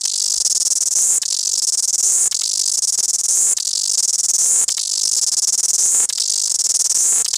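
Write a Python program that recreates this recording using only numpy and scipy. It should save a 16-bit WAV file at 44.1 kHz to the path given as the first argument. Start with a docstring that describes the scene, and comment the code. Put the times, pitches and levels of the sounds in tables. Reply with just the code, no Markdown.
"""Outdoors on a painted board, a cicada sings close to a small microphone, over low air and a far chorus.
Each muscle stroke buckles five tymbal ribs in turn; the clicks ring the air sac, whose pitch climbs as
the abdomen lifts. A phrase builds from lone strokes through runs of mostly three to one long roll, and
the wings flick at its start. A hand bumps the microphone twice; its sound bends under the loud clicks."""
import sys
import numpy as np
from scipy import signal
from scipy.fft import rfft, irfft
from scipy.io import wavfile

SR = 44100
rng = np.random.default_rng(int(sys.argv[2]) if len(sys.argv) > 2 else 0)


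def dump(signal):
    """Clip the signal to [-1, 1] and save it as 16-bit WAV at the path in sys.argv[1]."""
    limited = np.clip(np.atleast_2d(signal).T, -1, 1)
    pcm = np.round(limited * 32767).astype(np.int16)
    wavfile.write(sys.argv[1], SR, pcm)


N = 325017

# The colour of the outdoor air. Each row: frequency in Hz, relative spectral level in dB.
AIR_SPECTRUM = [(20, -5), (50, 5), (90, -0.5), (180, -1), (800, -6), (2150, -10), (3400, -42), (5000, -22)]
# Muscle strokes that stand alone. Each row: start in seconds, relative level in dB.
LONE_STROKES = [(0.0106, -13), (0.0356, -11.5), (0.052, -7.0), (0.0749, -10.5), (0.0941, -12.5),
                (0.115, -12), (0.1362, -10), (0.1567, -9.5), (0.1772, -8.5), (0.1971, -9), (0.2176, -7.5),
                (0.238, -8.5), (0.2575, -8.5), (0.2775, -9.0), (0.2991, -7.5), (0.3182, -7.5), (0.3378, -7),
                (0.3585, -10), (0.3751, -7.5), (1.2179, -8.5), (1.2541, -9), (1.2805, -11.5),
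                (1.3031, -9.0), (1.323, -8.5), (1.3422, -11), (1.3659, -11), (1.3883, -8.5), (1.407, -11),
                (1.4291, -10.5), (1.4507, -9), (1.4711, -9.5), (1.4912, -10), (1.5135, -9.5),
                (1.5329, -7.5), (1.5533, -9.5), (1.575, -8.5), (1.589, -7.0), (2.3125, -8.5),
                (2.3448, -6.5), (2.3646, -12.0), (2.3908, -11), (2.4101, -9.5), (2.4346, -8),
                (2.4537, -10.0), (2.4717, -11.5), (2.4915, -10.5), (2.5121, -10), (2.5326, -8.5),
                (2.5522, -10), (2.5733, -8.5), (2.5933, -7), (2.6126, -7.5), (2.634, -9.5), (2.6561, -8.0),
                (2.6767, -7), (2.6941, -9.0), (2.7164, -7.5), (3.568, -8.5), (3.6001, -10), (3.624, -13.0),
                (3.65, -11.5), (3.6702, -7.0), (3.6876, -10), (3.7075, -13), (3.73, -11.5), (3.7521, -8.5),
                (3.772, -8.5), (3.7908, -9), (3.812, -9.5), (3.8343, -8.5), (3.854, -8.5), (3.8756, -9),
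                (3.8948, -7.5), (3.9145, -8.0), (4.6807, -7), (4.7028, -9), (4.7174, -8.0), (4.7418, -13.5),
                (4.7688, -10), (4.793, -9.0), (4.812, -11.5), (4.8305, -11), (4.8515, -11.5),
                (4.872, -11.0), (4.8927, -11.5), (4.9129, -8.5), (4.9319, -8.5), (4.9528, -9.5),
                (4.9735, -9.5), (4.9917, -10.5), (5.0122, -8.5), (5.0321, -8), (5.0526, -8.0), (5.0723, -8),
                (5.0897, -10.5), (5.1136, -7.5), (5.1306, -6.5), (5.1485, -8.5), (6.0899, -7.5),
                (6.1266, -8.5), (6.1514, -13.5), (6.1754, -12.0), (6.1996, -7.0), (6.2168, -9.0),
                (6.2354, -12), (6.255, -11), (6.2766, -9.5), (6.2968, -7), (6.3162, -9), (6.3361, -9),
                (6.3568, -8.0), (6.377, -8), (6.3958, -9), (6.4158, -8.5), (6.4364, -8.0), (6.4552, -7.5),
                (6.473, -8), (6.4969, -7.0), (6.5135, -7.0), (7.246, -6.5), (7.2804, -8), (7.3056, -12.5),
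                (7.3318, -7), (7.356, -8)]
# Short runs and long rolls. Each row: start in seconds, number of strokes, first spacing in ms,
# later spacing in ms, relative level in dB.
STROKE_RUNS = [(0.4016, 2, 11.4, 11.0, -7.0), (0.4479, 3, 10.8, 10.6, -7.0), (0.4985, 3, 10.4, 10.6, -8.0),
               (0.5489, 3, 10.4, 10.8, -8.0), (0.6003, 3, 10.4, 10.8, -8.0), (0.6512, 3, 10.2, 10.8, -7.0),
               (0.7037, 3, 10.0, 10.8, -7.0), (0.7541, 3, 10.4, 10.8, -8.0), (0.8066, 3, 10.0, 10.6, -8.0),
               (0.8567, 3, 10.0, 10.6, -8.0), (0.9084, 3, 10.2, 10.4, -9.0),
               (0.9528, 21, 10.4, 11.07, -7.0), (1.6191, 3, 11.2, 11.4, -9.0),
               (1.6699, 3, 10.6, 10.8, -7.0), (1.7225, 3, 10.6, 10.8, -9.0), (1.7736, 3, 10.4, 10.6, -8.0),
               (1.8248, 3, 10.0, 10.8, -8.0), (1.8768, 3, 10.2, 10.6, -9.0), (1.9289, 3, 10.2, 10.4, -8.0),
               (1.9806, 3, 10.2, 10.8, -8.0), (2.0274, 23, 9.8, 11.07, -7.0), (2.7364, 2, 11.8, 11.0, -8.0),
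               (2.7725, 2, 11.4, 11.0, -8.0), (2.8212, 3, 11.0, 10.8, -8.0), (2.8732, 3, 10.4, 10.8, -8.0),
               (2.9238, 3, 10.6, 10.6, -9.0), (2.9768, 3, 10.4, 10.8, -8.0), (3.0285, 3, 9.8, 10.8, -8.0),
               (3.0801, 3, 10.2, 10.8, -8.0), (3.1319, 3, 10.0, 10.6, -8.0), (3.1837, 3, 10.4, 10.6, -10.0),
               (3.2351, 3, 10.0, 10.8, -9.0), (3.2831, 23, 9.4, 11.07, -7.0), (3.9339, 2, 11.2, 11.0, -9.0),
               (3.9749, 3, 11.0, 10.8, -6.0), (4.0263, 3, 10.4, 10.6, -8.0), (4.0774, 3, 10.4, 10.8, -8.0),
               (4.129, 3, 10.4, 10.8, -8.0), (4.1809, 3, 10.2, 10.8, -8.0), (4.2324, 3, 10.2, 10.6, -8.0),
               (4.2842, 3, 10.4, 10.6, -7.0), (4.3355, 3, 10.2, 10.8, -7.0),
               (4.3822, 24, 10.0, 11.07, -7.0), (5.166, 3, 11.0, 10.0, -7.0), (5.214, 3, 10.6, 10.8, -7.0),
               (5.2655, 3, 10.4, 10.6, -8.0), (5.3173, 3, 10.4, 10.4, -8.0), (5.3679, 3, 10.4, 10.6, -7.0),
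               (5.4201, 3, 10.2, 10.6, -8.0), (5.4723, 3, 10.2, 10.8, -7.0), (5.5244, 3, 10.4, 10.4, -7.0),
               (5.5776, 3, 10.2, 10.6, -8.0), (5.6305, 3, 10.4, 10.6, -7.0), (5.6825, 3, 10.4, 10.6, -7.0),
               (5.7329, 3, 10.2, 10.6, -7.0), (5.7802, 25, 10.0, 11.11, -7.0),
               (6.5415, 2, 12.0, 11.0, -8.0), (6.5887, 3, 10.6, 11.0, -8.0), (6.6398, 3, 10.8, 10.8, -8.0),
               (6.6902, 3, 10.8, 10.6, -8.0), (6.7412, 3, 10.4, 10.6, -7.0), (6.7919, 3, 10.6, 10.6, -7.0),
               (6.8433, 3, 10.0, 10.6, -7.0), (6.8958, 3, 10.2, 10.8, -7.0), (6.9454, 3, 10.1, 10.7, -7),
               (6.9815, 22, 11.06, 11.06, -7)]
# The five ribs in buckling order. Each row: sac ring, tymbal ring, edge ring and snap, in relative dB.
RIB_LEVELS = [(-5.5, -0.5, -11.5, -5.5), (3, -13, -11.5, 11), (-1.5, 0, -10, -4), (2, -4, -15, 2),
              (-0.5, -8, -20, 5)]
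# The song's phrasing. Each row: start, first run, start of the roll and end, all in seconds.
PHRASE_TIMES = [(-.045, .40, .95, 1.19), (1.215, 1.62, 2.03, 2.29), (2.31, 2.74, 3.28, 3.54),
                (3.565, 3.93, 4.38, 4.65), (4.68, 5.17, 5.78, 6.06), (6.09, 6.54, 6.95, 7.23),
                (7.245, 7.7, 8.2, 8.5)]
# How hard the ribs snap. Each entry: one phrase's snap trim in dB.
PHRASE_SNAP_TRIMS = [-41, -40.5, -40, -39, -38, -36, -37]
# The abdomen at a phrase's start, after sinking, at the first run, at the roll, mid roll and at the end.
# Each row: air sac pitch in Hz, tymbal pitch in Hz, relative snap level in dB, slackness from 0 to 1.
ABDOMEN_POSTURES = [(5930, 7640, -26, 0.71), (5305, 7370, -23.5, 0.93), (5995, 7790, -10, 0.65),
                    (6430, 7990, -7.5, 0.41), (7190, 8830, -6, 0.24), (7290, 8900, 2.5, 0.39)]
# Slaps off the board and nearby walls. Each row: delay in ms, gain in dB.
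NEAR_ECHOES = [(2.3, -17), (4.2, -24.5), (6.1, -26.5)]
# Wings striking the board. Each row: start in seconds, relative level in dB.
WING_FLICKS = [(0.0545, -27.5), (1.2305, -24.5), (2.3234, -24), (2.4156, -26.5), (3.5826, -26),
               (4.6902, -23), (4.7787, -22), (6.1, -22.5), (6.1816, -25), (7.2597, -23), (7.3398, -24.5)]
# The tones in a wing's tap. Each row: pitch in Hz, relative level in dB, time to fall 60 dB in seconds.
WING_MODES = [(1900, -7.5, 0.0044), (2540, -4, .0015), (3550, 9, 0.0031), (5270, -20, 0.001),
              (7540, 12, 0.0015), (12500, -10, .001)]
# A hand on the microphone. Each row: start in seconds, relative level in dB.
HAND_BUMPS = [(0.368, -40), (7.049, -52)]

AIR_DB, CHORUS_DB = -61.5, -45
CHORUS_HZ, CHORUS_HALF_WIDTH_HZ = 7060, 1440
# Each rib's delay in a lone or opening stroke, and in the later strokes of a run.
OPENING_RIB_MS, LATER_RIB_MS = (0, 3.0, 5.15, 7.1, 9.1), (0, 2.25, 5.25, 7.35, 9.15)
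SINK_S = .13   # the abdomen has dropped this long into a phrase
CLICK_T60_S, TAUT_T60_S, AFTER_RING_T60_S, CLICK_RISE_S = .0029, .004, .008, .00016
EDGE_HZ, SHEEN_HZ, MIC_CUTOFF_HZ = 9700, 12600, 16400


def from_db(db):
    """Decibels as a gain."""
    return 10 ** (np.asarray(db) / 20)


def unit_rms(x):
    """The sound scaled to an RMS of one."""
    return x / np.sqrt(np.mean(x ** 2))


def band(x, low_hz, high_hz, order=2):
    """A Butterworth band-pass."""
    return signal.sosfilt(signal.butter(order, [low_hz, high_hz], "band", fs=SR, output="sos"), x)


def rings(at, hz, db, t60, rise_s, samples=300):
    """One damped sine with a rounded attack at each start time, with its own pitch, level and decay."""
    at, hz, db, t60, rise_s = [c[:, None] for c in np.broadcast_arrays(at, hz, db, t60, rise_s)]
    index = np.ceil(at * SR).astype(int) + np.arange(samples)
    t = index / SR - at
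    envelope = (1 - np.exp(-t / rise_s)) ** 3 * from_db(db - 60 * t / t60)
    tones = envelope * np.sin(2 * np.pi * hz * t)
    return np.bincount(index.ravel(), tones.ravel(), N + SR)[:N]


def outdoor_bed():
    """A low wash of air under the steady, faint hiss of far cicadas."""
    hz = np.maximum(np.arange(N // 2 + 1) * SR / N, 10)
    air_hz, air_db = np.transpose(AIR_SPECTRUM)
    colour = from_db(np.interp(np.log(hz), np.log(air_hz), air_db))
    air = irfft(rfft(rng.standard_normal(N)) * colour, N)
    chorus = band(rng.standard_normal(N), CHORUS_HZ - CHORUS_HALF_WIDTH_HZ,
                  CHORUS_HZ + CHORUS_HALF_WIDTH_HZ)
    return from_db(AIR_DB) * unit_rms(air) + from_db(CHORUS_DB) * unit_rms(chorus)


def muscle_strokes():
    """The muscle's rhythm: starts in seconds, levels in dB, and 1 where a stroke continues a run."""
    rows = [(start, db, 0) for start, db in LONE_STROKES]
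    for start, count, first_ms, later_ms, db in STROKE_RUNS:
        rows.append((start, db, 0))
        rows += [(start + (first_ms + k * later_ms) / 1000, db, 1) for k in range(count - 1)]
    return np.transpose(rows)


def abdomen_posture(at):
    """Sac pitch, tymbal pitch, snap level and slackness as the abdomen sinks and lifts in each phrase."""
    times, rows = [], []
    for (start, runs, roll, end), trim_db in zip(PHRASE_TIMES, PHRASE_SNAP_TRIMS):
        times += [start, start + SINK_S, runs, roll, (roll + end) / 2, end]
        rows += [(sac, tymbal, db + trim_db, slack) for sac, tymbal, db, slack in ABDOMEN_POSTURES]
    return [np.interp(at, times, column) for column in np.transpose(rows)]


def tymbal_clicks():
    """Each buckling rib rings the sac, the tymbal and its stiff edge, with a thin sheen and a snap."""
    start, stroke_db, continues_run = muscle_strokes()
    body, snaps, sheen = np.zeros((3, N))
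    for opening_ms, later_ms, rib_levels in zip(OPENING_RIB_MS, LATER_RIB_MS, RIB_LEVELS):
        sac_db, tymbal_db, edge_db, rib_snap_db = rib_levels
        scatter = rng.standard_normal((len(start), 14)).T   # no two clicks alike
        delay_ms = np.where(continues_run, later_ms, opening_ms) + .09 * scatter[0] - .55
        at = start + delay_ms / 1000
        db = stroke_db + 12 + .63 * scatter[1]
        sac_hz, tymbal_hz, snap_db, slack = abdomen_posture(at)
        # A slack sac rings at two uneven pitches and dies fast; a taut one is purer, longer and rounder.
        sac_t60 = TAUT_T60_S + (CLICK_T60_S - TAUT_T60_S) * slack
        rise_s = CLICK_RISE_S * (1.6 - .6 * slack)
        for side, detune, imbalance in ((-1.03, scatter[2], scatter[3]), (1, scatter[4], scatter[5])):
            mode_hz = sac_hz * (1 + slack * (.12 * side + .085 * detune))
            mode_db = db + sac_db - 5 + 2.35 * slack * imbalance
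            body += rings(at, mode_hz, mode_db, sac_t60, rise_s, samples=200)
        body += rings(at, tymbal_hz * (1 + .079 * scatter[6]), db + tymbal_db,
                      CLICK_T60_S, rise_s, samples=150)
        body += rings(at, EDGE_HZ * (1 + .066 * scatter[7]), db + edge_db + 3 * scatter[8],
                      CLICK_T60_S, CLICK_RISE_S, samples=150)
        body += rings(at, sac_hz * (1.05 + .1 * scatter[10]), db - 21 + 3 * scatter[11],
                      AFTER_RING_T60_S, CLICK_RISE_S, samples=350)
        sheen += rings(at, SHEEN_HZ * (1 + .076 * scatter[12]), db - 24 - 8 * slack + 3 * scatter[13],
                       AFTER_RING_T60_S / 2, CLICK_RISE_S, samples=200)
        snap_gain = from_db(snap_db + rib_snap_db + 24 + 5.07 * scatter[9])
        snap_index = np.round(at * SR).astype(int) + 18   # a spike near the crest of the ring
        snaps += np.bincount(snap_index, snap_gain, N + SR)[:N]
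    body = signal.sosfilt(signal.butter(14, 10700, fs=SR, output="sos"), band(body, 3300, 13000))
    snaps = band(band(snaps, 58, 2140, order=1), 38, 4300, order=1)
    return body + band(sheen, 11520, 16400, order=5) + snaps


def with_reflections(x):
    """The board and nearby walls add a few tight echoes and a faint diffuse tail."""
    t = np.arange(SR // 4) / SR
    tail = from_db(-30.5 - 60 * t / .03) + from_db(-55 - 60 * t / .081)
    response = rng.standard_normal(len(t)) * tail * (t > .002)
    for ms, db in NEAR_ECHOES:
        response[round(ms * SR / 1000)] += from_db(db)
    return x + signal.fftconvolve(x, response)[:N]


def wing_flicks():
    """A wing taps the board twice, a millisecond apart, and rustles briefly."""
    start, flick_db = np.transpose(WING_FLICKS)
    at, db = np.r_[start + .001, start + .002], np.r_[flick_db, flick_db - 3]
    taps = np.zeros(N)
    for hz, mode_db, t60 in WING_MODES:
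        scattered_hz = hz * (1 + .06 * rng.standard_normal(len(at)))
        taps += rings(at, scattered_hz, db + mode_db + 7, t60, rise_s=.00005)
    rustle_envelope = np.abs(rings(at, hz=50, db=db + 6.5, t60=.026, rise_s=.00031, samples=800))
    return taps + rustle_envelope * band(rng.standard_normal(N), 1800, 8300, order=1)


def hand_bumps():
    """A hand sends soft, low thuds through the microphone's casing."""
    at, db = np.transpose(HAND_BUMPS)
    return rings(at, hz=53, db=db + 4, t60=.11, rise_s=.0059, samples=5000)


def scene():
    """The cicada and its reflections up front, hand bumps and the outdoor bed beneath, in mono."""
    cicada = with_reflections(tymbal_clicks() + wing_flicks())
    return (cicada + hand_bumps() + outdoor_bed())[None]


def record(dry):
    """A lopsided microphone rounds the peaks, adds a low buzz and a high octave, and cuts the top."""
    rounded = .81 * np.tanh(dry / .77)
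    buzz = band(rounded ** 2, 172, 1350, order=1)
    octave = band(rounded ** 2, 12400, 17400, order=7)
    coloured = rounded - from_db(-17) * buzz - from_db(-15) * octave
    shelved = signal.sosfilt(signal.ellip(6, .3, 22, 15350, fs=SR, output="sos"), coloured)
    return signal.sosfilt(signal.ellip(10, .3, 75, MIC_CUTOFF_HZ, fs=SR, output="sos"), shelved)


dry = scene()
out = record(dry)
dump(out)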